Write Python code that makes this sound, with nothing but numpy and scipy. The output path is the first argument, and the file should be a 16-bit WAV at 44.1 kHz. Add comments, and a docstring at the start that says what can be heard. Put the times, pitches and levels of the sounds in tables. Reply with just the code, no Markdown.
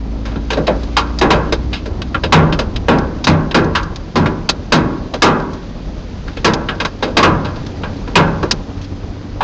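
"""Inside a car driving through a hailstorm: patchy noise makes the tyre rumble, random drops the rain hiss.
Stones crack on glass and boom on the roof throughout: enveloped noise, decaying panel modes and a sagging note.
The engine, a stack of sines, climbs for three seconds, falls in pitch through a gear change just after four,
then slowly picks up again. The biggest stones overload the microphone input."""
import sys
import numpy as np
from scipy import signal
from scipy.fft import rfft, irfft
from scipy.io import wavfile
from scipy.ndimage import uniform_filter1d

SR = 44100
rng = np.random.default_rng(int(sys.argv[2]) if len(sys.argv) > 2 else 0)


def materialize(psi):
    """Save the field psi as 16-bit PCM at rate SR to the path in sys.argv[1].

    A 1-D psi becomes a single channel; in a 2-D psi each row is a channel.
    """
    bounded = np.clip(np.atleast_2d(psi).T, -1, 1)
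    quanta = np.round(bounded * 32767).astype(np.int16)
    wavfile.write(sys.argv[1], SR, quanta)


N = 415863


def from_db(db):
    """Decibels to gain."""
    return np.exp(np.asarray(db) * (np.log(10) / 20))


def rms_one(x):
    """Scale to unit rms."""
    return x / np.sqrt(np.mean(x ** 2) + 1e-20)


def in_time(rows):
    """Columns of a (time_s, ..) table, sample by sample."""
    time_s, *columns = np.transpose(rows)
    return [np.interp(np.arange(N) / SR, time_s, column) for column in columns]


def at_hz(points, hz):
    """Read (Hz, value) points on a log-frequency axis."""
    point_hz, values = np.array(points).T
    return np.interp(np.log(hz), np.log(point_hz), values)


def drift(rate_hz):
    """Slow chance: noise at every 40th sample through a double one-pole low-pass; rms 1."""
    step = 40
    pole = np.exp(-2 * np.pi * rate_hz * step / SR)
    noise = rng.standard_normal(N // step + 2002)
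    slow = signal.lfilter([1], [1, -2 * pole, pole * pole], noise)[2000:]   # drop the filter's start-up
    return np.interp(np.arange(N) / step, np.arange(len(slow)), rms_one(slow))


def band_bank(sources):
    """Third-octave bands of rms 1 with their centres; neighbours come from different sources."""
    edges = 20 * 2 ** np.arange(0, 9, 1 / 3)
    bands = []
    for k, (low, high) in enumerate(zip(edges, edges[1:])):
        band_pass = signal.butter(2, [low, high], "band", fs=SR, output="sos")
        bands.append(rms_one(signal.sosfilt(band_pass, sources[k % 2])))
    return np.sqrt(edges[1:] * edges[:-1]), np.array(bands)


def coloured(sources, spectrum, patchy_db):
    """Bands set to a spectrum, flickering partly together and partly alone; rms 1."""
    centres, bands = band_bank(sources)
    together = drift(23.0)
    total = np.zeros(N)
    for hz, band in zip(centres, bands):
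        flicker_db = patchy_db * (1.15 * together + drift(9.2))
        # the root of frequency turns level per Hz into level per third octave
        total += band * np.sqrt(hz) * from_db(at_hz(spectrum, hz) + flicker_db)
    return rms_one(total)


def road(level_db):
    """Tyre rumble: low-heavy noise whose bands flicker."""
    # rumble spectrum: pitch_hz, relative level_db (per Hz)
    rumble = [(18, -28.5), (28, -0.5), (45, 2.5), (65, -4.5), (90, -1.5), (118, -9.5), (155, -5),
              (210, -8.5), (275, -10.5), (330, -15), (570, -20.5), (900, -25), (1300, -30.5), (2000, -79.5)]
    return from_db(level_db) * coloured(rng.standard_normal((2, N)), rumble, patchy_db=1.6)


def rain(level_db):
    """Thousands of drops a second, of uneven size, blend into hiss; a steep low-pass keeps it below about 7.5 kHz."""
    # hiss spectrum: pitch_hz, relative level_db (per Hz)
    hiss_spectrum = [(290, -17.5), (500, 4.5), (780, -15.5), (847, -24.5), (1220, -17), (1350, -8.5),
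                     (2570, -13.5), (4570, -13.5), (7040, -24), (8200, -34.5), (10700, -83), (18000, -120)]
    size_db = np.minimum(rng.exponential(1, (2, N)), 5)
    sizes = from_db(size_db) * rng.choice([-1, 1], (2, N))
    drops = sizes * (rng.random((2, N)) < 4000 / SR)   # drops a second in each of two streams
    hiss = from_db(level_db) * coloured(drops, hiss_spectrum, patchy_db=.5)
    return signal.sosfilt(signal.ellip(8, .5, 50, 7450, fs=SR, output="sos"), hiss)


def engine():
    """Low multiples of the firing rate, each wavering a little; their balance changes with the gear."""
    # engine path: time_s, firing_hz, load_db
    path = [(0, 53.3, -0.5), (1.2, 58.4, 1), (2.2, 62.14, -4), (3.1, 65.94, -5), (4.0, 66.1, -18),
            (4.35, 59.6, -19), (4.7, 42.5, -13), (5.9, 43.3, -7), (7.7, 47.46, -2), (8.6, 46.63, -1),
            (9.43, 48.93, -2)]
    # harmonics heard: multiple of the firing rate
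    multiples = (1, 2, 4, 5, 6)
    # level_db of each multiple before and after the shift, load added on top
    low_gear_db = [-21.5, -37, -33.5, -31.5, -41.5]
    high_gear_db = [-34, -30, -39, -46.5, -35.5]
    shift_s = 4.4
    firing_hz, load_db = in_time(path)
    turns = np.cumsum(firing_hz * (1 + 0.00404 * drift(2.585))) / SR
    in_low_gear = np.arange(N) < shift_s * SR
    hum = np.zeros(N)
    for multiple, low_db, high_db in zip(multiples, low_gear_db, high_gear_db):
        level_db = np.where(in_low_gear, low_db, high_db) + load_db + 0.42 * drift(1.8)
        hum += np.sqrt(2) * from_db(level_db) * np.sin(2 * np.pi * (multiple * turns + rng.random()))
    return hum


def stones():
    """Blows on roof and glass plus faint random pellets, all in the roof's columns with crack_s added."""
    # roof blows: start_s, crack_db (1.5-4 kHz), edge_db (4-8 kHz), clang_db (0.4-1.5 kHz),
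    # boom_db (200-400 Hz), drum_db (under 170 Hz), note_hz (struck spot), note_db (lift), ring_s (base t60);
    # edge, clang and boom are relative to the crack, drum to the boom
    roof_hits = [(0.2526, -25.5, -10, -3, -15, -8, 508, 9, 0.86),
                 (0.3133, -32.5, -18, -8, 2, -8, 550, 1.5, .4),
                 (0.3577, -26, -27, -1.5, 15.5, -2, 420, 2, 0.1),
                 (0.503, -11.5, -12, -10, -12.5, -3.5, 440, 10.5, 0.63),
                 (0.571, -27, -6, 7.5, 16, 2, 520, 12, 0.23),
                 (0.678, -22, -19, 10, 12.5, -12, 550, 11.5, 0.32),
                 (0.9668, 0.5, -15.5, -18, -24, -4.5, 1150, 9, 0.58),
                 (1.2125, -11, -9, 6, 3.5, -15, 356, 7.5, 0.46),
                 (1.3037, -2.5, -15, -5, -9, -2, 458, 2, 0.63),
                 (1.523, -7.5, -9, -9, -2.5, -1, 415, 15.5, 0.1),
                 (1.8565, -27.5, -9, -3.5, 0.5, -10, 468, 13, .29),
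                 (2.145, -12.5, -44, 3, -7, 0, 1260, 6.5, 0.12),
                 (2.235, -5, -23, -24, -10, 1.5, 503.6, 11.5, 0.28),
                 (2.323, 3, -27, -4.5, -5.5, 1, 945, 4, 0.62),
                 (2.5235, -8.5, -16, -27, -2, -1, 863, -2, 0.13),
                 (2.589, -7, -13.5, -15.5, -11.5, -2, 490, 15, 0.27),
                 (2.8835, -15, -20, 11.5, 12, -7, 442, 3, 0.56),
                 (3.269, -4, -9.5, -4, 0, -2, 372, -0.5, 0.65),
                 (3.5444, -5.5, -10.5, -1.5, -2, -4, 392, 6.5, 0.62),
                 (3.751, -5.5, -15, -12, -48, -4, 1303, 9, .56),
                 (4.1557, -11, -8, -1, 5, -5.5, 976, 3.5, 0.77),
                 (4.258, -8.5, -23, -16, -5, -10, 1600, 6, 0.12),
                 (4.7212, -3, -6.5, -4.5, -1, -9, 1437, 3.5, 0.69),
                 (5.1371, -13.5, -12, -3, 2, -6, 488, 11, 0.12),
                 (5.2201, 1.5, -8, -7, -5.5, -8, 1173, 2.5, 0.72),
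                 (5.263, -26, -40, 8.5, 3, -7, 1137, 12, 0.46),
                 (6.2779, -24, -14, -16, -1, 2, 1510, 11.5, 0.23),
                 (6.369, -19, -15, -13.5, -2, -6, 513, 11, 0.13),
                 (6.4449, -1.5, -9.5, -4, -6.5, -6, 470, 3, 0.61),
                 (6.6863, -7.5, -31, -13, -13.5, -5.5, 1493, 7, 0.38),
                 (6.8006, -7, -13.5, -14, -12, -4, 1160, 2.5, 0.31),
                 (6.8492, -12, -7.5, 3.5, -5.5, -1, 1488, 1.5, 0.087),
                 (7.0246, -9.5, -12, -6.5, -3, -16, 473, 9.5, 0.36),
                 (7.075, -41, -21, -1, 14, -7, 560, 21, 0.42),
                 (7.1681, -0.5, -11, -5, -9.5, -8, 1008, 0.5, 0.61),
                 (7.228, -1, -19, -11.5, -6.5, 0.5, 1204, 8, 0.73),
                 (7.4467, -19, -16, -10.5, -11, -8, 428, 2, 0.56),
                 (7.8342, -21, -23, 3, -11, -5, 460, 8, 0.28), (8.0753, -32, -11, 8.5, 1, -7, 466, 11, 0.2),
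                 (8.1545, 3.5, -20, -5.5, -9.5, -2, 933, 1.5, 0.6),
                 (8.4286, -28.5, 4, 16.5, 11.5, 0, 377.5, 14, 0.18),
                 (9.4065, -16, -30, 1, -12, 1, 828, 11, .7)]
    # glass blows: start_s, crack_db, edge_db (relative to the crack), crack_s (t60)
    glass_hits = [(0.53, -18, -11, 0.072), (0.668, -10.5, -15, 0.061), (0.8314, -27.5, 1, 0.053),
                  (1.187, -13, 4, .041), (1.729, -13, -16, 0.17), (2.017, -11, -12, 0.042),
                  (2.7594, -11, -10.5, 0.047), (2.9844, -21.5, 1, 0.03), (3.2412, -8, -1.5, 0.055),
                  (3.5101, -8.5, -22, .048), (3.643, -34, 9, 0.027), (3.8292, -28, 3.5, 0.041),
                  (3.9587, -20, 0, 0.036), (4.49, 3, -5, 0.051), (5.399, -26.5, -8, 0.034),
                  (5.5319, -32, 2.5, .06), (6.535, -11.5, -0.5, 0.041), (6.6102, -34, -11, 0.068),
                  (7.5577, -29.5, -7, 0.1), (7.6631, -23, -6, 0.041), (8.5101, 1, 0.5, 0.041),
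                  (8.8129, -31, -4, .12), (8.8424, -30, -7, .05)]
    # a long ring goes with a long crack
    roof = [(*row, 0.073 + 0.087 * row[-1]) for row in roof_hits]
    pellets_per_s = 1.5
    draws = rng.random((60, 2))
    times = np.cumsum(-np.log(1 - draws[:, 0])) / pellets_per_s
    pellets = [(start_s, -36.5 + 1.5 * (2 * u - 1), -6, 0.069)
               for start_s, u in zip(times, draws[:, 1]) if start_s < (N - 1) / SR]
    # glass hardly moves the panel: clang_db, boom_db, drum_db, note_hz, note_db, ring_s
    glass_body = (-24.5, -16.5, -6.5, 3600, 4, 0.18)
    glass = [(start_s, crack_db, edge_db, *glass_body, crack_s)
             for start_s, crack_db, edge_db, crack_s in glass_hits + pellets]
    return roof + glass


def crack(t, t60):
    """Envelope of the bursting stone: a 2 ms rise and an exponential fall."""
    return (1 - np.exp(-t / 0.002)) * from_db(-60 * t / t60)


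def panel_ring(hz, t, ring_s):
    """Envelope at each frequency: bending waves spread faster when high, so the lows swell late."""
    # the treble of the panel dies first: pitch_hz, decay time (share of ring_s)
    ring_length = [(200, 1.2), (700, .9), (1300, 1.0), (1800, .72), (2400, .53), (3500, .38)]
    swell_s = 0.00067 * (1000 / hz) ** 1.95
    t60 = ring_s * at_hz(ring_length, hz)
    return (1 - np.exp(-t / swell_s[:, None])) * from_db(-60 * t / t60[:, None])


def mode_cloud():
    """Modes too many to count: noise whose spectrum is finely rippled, in bands from about 70 Hz up."""
    ripple_db, ripple_hz = 2.5, 33   # depth (rms) and smoothing width
    spectrum = rfft(rng.standard_normal((2, N)))
    width = max(round(ripple_hz * N / SR), 1)
    ripple = uniform_filter1d(rng.standard_normal(spectrum.shape[1]), width)
    ripple = rms_one(uniform_filter1d(ripple, width))
    hz, cloud = band_bank(irfft(spectrum * from_db(ripple_db * ripple), N))
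    return hz[5:], cloud[5:]


def struck_note(t, note_hz, ring_s):
    """The dented spot rings sharp at first and sags in pitch as it relaxes."""
    turns = note_hz * np.cumsum(1 + 0.089 * np.exp(-t / .04)) / SR
    # swells and dies twice as fast as the panel
    envelope = panel_ring(np.array([note_hz]), t / 0.5, ring_s)[0]
    return envelope * np.sin(2 * np.pi * turns)


def hail():
    """Each stone cracks, sounds the note of the spot it strikes and rings the roof modes and the mode cloud."""
    # roof panel modes: pitch_hz, level_db (before the overall trim), ring (relative; 0.65 is neutral)
    roof_modes = [(89.5, 8, 0.3), (158.3, 7, 0.53), (187.3, -0.5, 0.35), (220.7, -6.5, 0.63),
                  (240.6, -1.5, 0.43), (273.7, -10, 0.92), (382, -9, 1), (451.7, -5.5, 0.67),
                  (557, -11.5, 0.89), (550, -11, 0.21), (826, -38, 0.17), (868, -19, 0.8),
                  (965, -15.5, 0.78), (1063, -20, 0.35), (1099, -6.5, 0.33), (1070, -13.5, 0.92),
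                  (1360, -14.5, 0.57), (1494, -18, 0.93), (1640, -25.5, 0.65), (1920, -14, 0.14)]
    mode_hz, mode_db, mode_ring = np.transpose(roof_modes)
    hz, cloud = mode_cloud()
    rows = stones()
    # where a stone lands favours some modes; each blow rings the modes at slightly different pitches
    spot_db = 2.5 * rng.standard_normal((len(rows), len(hz) + len(mode_hz)))
    tune = 1 + 0.01118 * rng.standard_normal((len(rows), len(mode_hz)))
    phase = rng.uniform(0, 2 * np.pi, (len(rows), len(mode_hz), 1))
    out = np.zeros(N)
    for k, row in enumerate(rows):
        start_s, crack_db, edge_db, clang_db, boom_db, drum_db, note_hz, note_db, ring_s, crack_s = row
        ring_s, crack_s = np.clip(ring_s, .04, 1.4), np.clip(crack_s, .02, .4)
        start = round(start_s * SR)
        length = round(max(ring_s, crack_s) * SR * 3 / 4)   # stop three quarters into the longer base t60
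        t = np.arange(min(length, N - start)) / SR
        here = slice(start, start + len(t))

        # spectra of the burst and of the ring: (Hz, dB per third octave relative to the crack)
        low_db = boom_db + drum_db
        burst = [(300, -40), (900, -17), (3320, -11), (5380, edge_db + 0.5), (9000, edge_db - 59)]
        ring = [(80, low_db - 12.5), (244, boom_db - 10), (1120, clang_db - 11), (1700, clang_db - 15),
                (2600, clang_db - 19), (3800, clang_db - 25), (9000, clang_db - 50)]

        # noise bands near the struck note are lifted; the cloud varies less than single modes
        octaves_off = np.log2(hz / note_hz)
        favoured_db = note_db * np.exp(-.5 * (octaves_off / 0.22) ** 2) + .45 * spot_db[k, :len(hz)]
        shape = from_db(at_hz(burst, hz))[:, None] * crack(t, crack_s)
        shape += from_db(at_hz(ring, hz))[:, None] * panel_ring(hz, t, ring_s)
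        out[here] += from_db(crack_db + favoured_db) @ (shape * cloud[:, here])

        # single modes of the panel
        blow = [(95, low_db - 0.5), (160, low_db), (200, boom_db), (350, boom_db), (500, clang_db)]
        struck_db = crack_db + at_hz(blow, mode_hz) + mode_db - 4.5 + spot_db[k, len(hz):]
        sines = np.sin(2 * np.pi * (mode_hz * tune[k])[:, None] * t + phase[k])
        mode_envelopes = panel_ring(mode_hz, t * 0.65 / mode_ring[:, None], ring_s)
        out[here] += from_db(struck_db) @ (mode_envelopes * sines)

        note_gain = from_db(crack_db + at_hz(ring, note_hz) + note_db + 1.0)
        out[here] += note_gain * struck_note(t, note_hz, ring_s)
    return out


def scene():
    """Hail over engine, road and rain."""
    # the steady storm: time_s, rumble_db, rain_db
    storm = [(0, -25.5, -43), (.8, -25, -37.5), (1.9, -22.5, -41), (3.1, -21, -40.5), (4.0, -24, -41),
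             (6.0, -24.5, -40), (7.0, -27, -40), (7.9, -21.5, -37.5), (8.8, -24, -40), (9.43, -25, -41.5)]
    rumble_db, rain_db = in_time(storm)
    return (road(rumble_db) + rain(rain_db) + engine() + hail())[None]


def record(dry):
    """The input flattens at its limit, the treble rolls off and the top is cut."""
    limit, treble_hz, cutoff_hz = .67, 7200, 8800
    flat = dry / (1 + np.abs(dry / limit) ** 8) ** (1 / 8)
    dull = signal.sosfilt(signal.butter(7, treble_hz, fs=SR, output="sos"), flat)
    return signal.sosfilt(signal.ellip(8, .5, 60, cutoff_hz, fs=SR, output="sos"), dull)


dry = scene()
out = record(dry)
materialize(out)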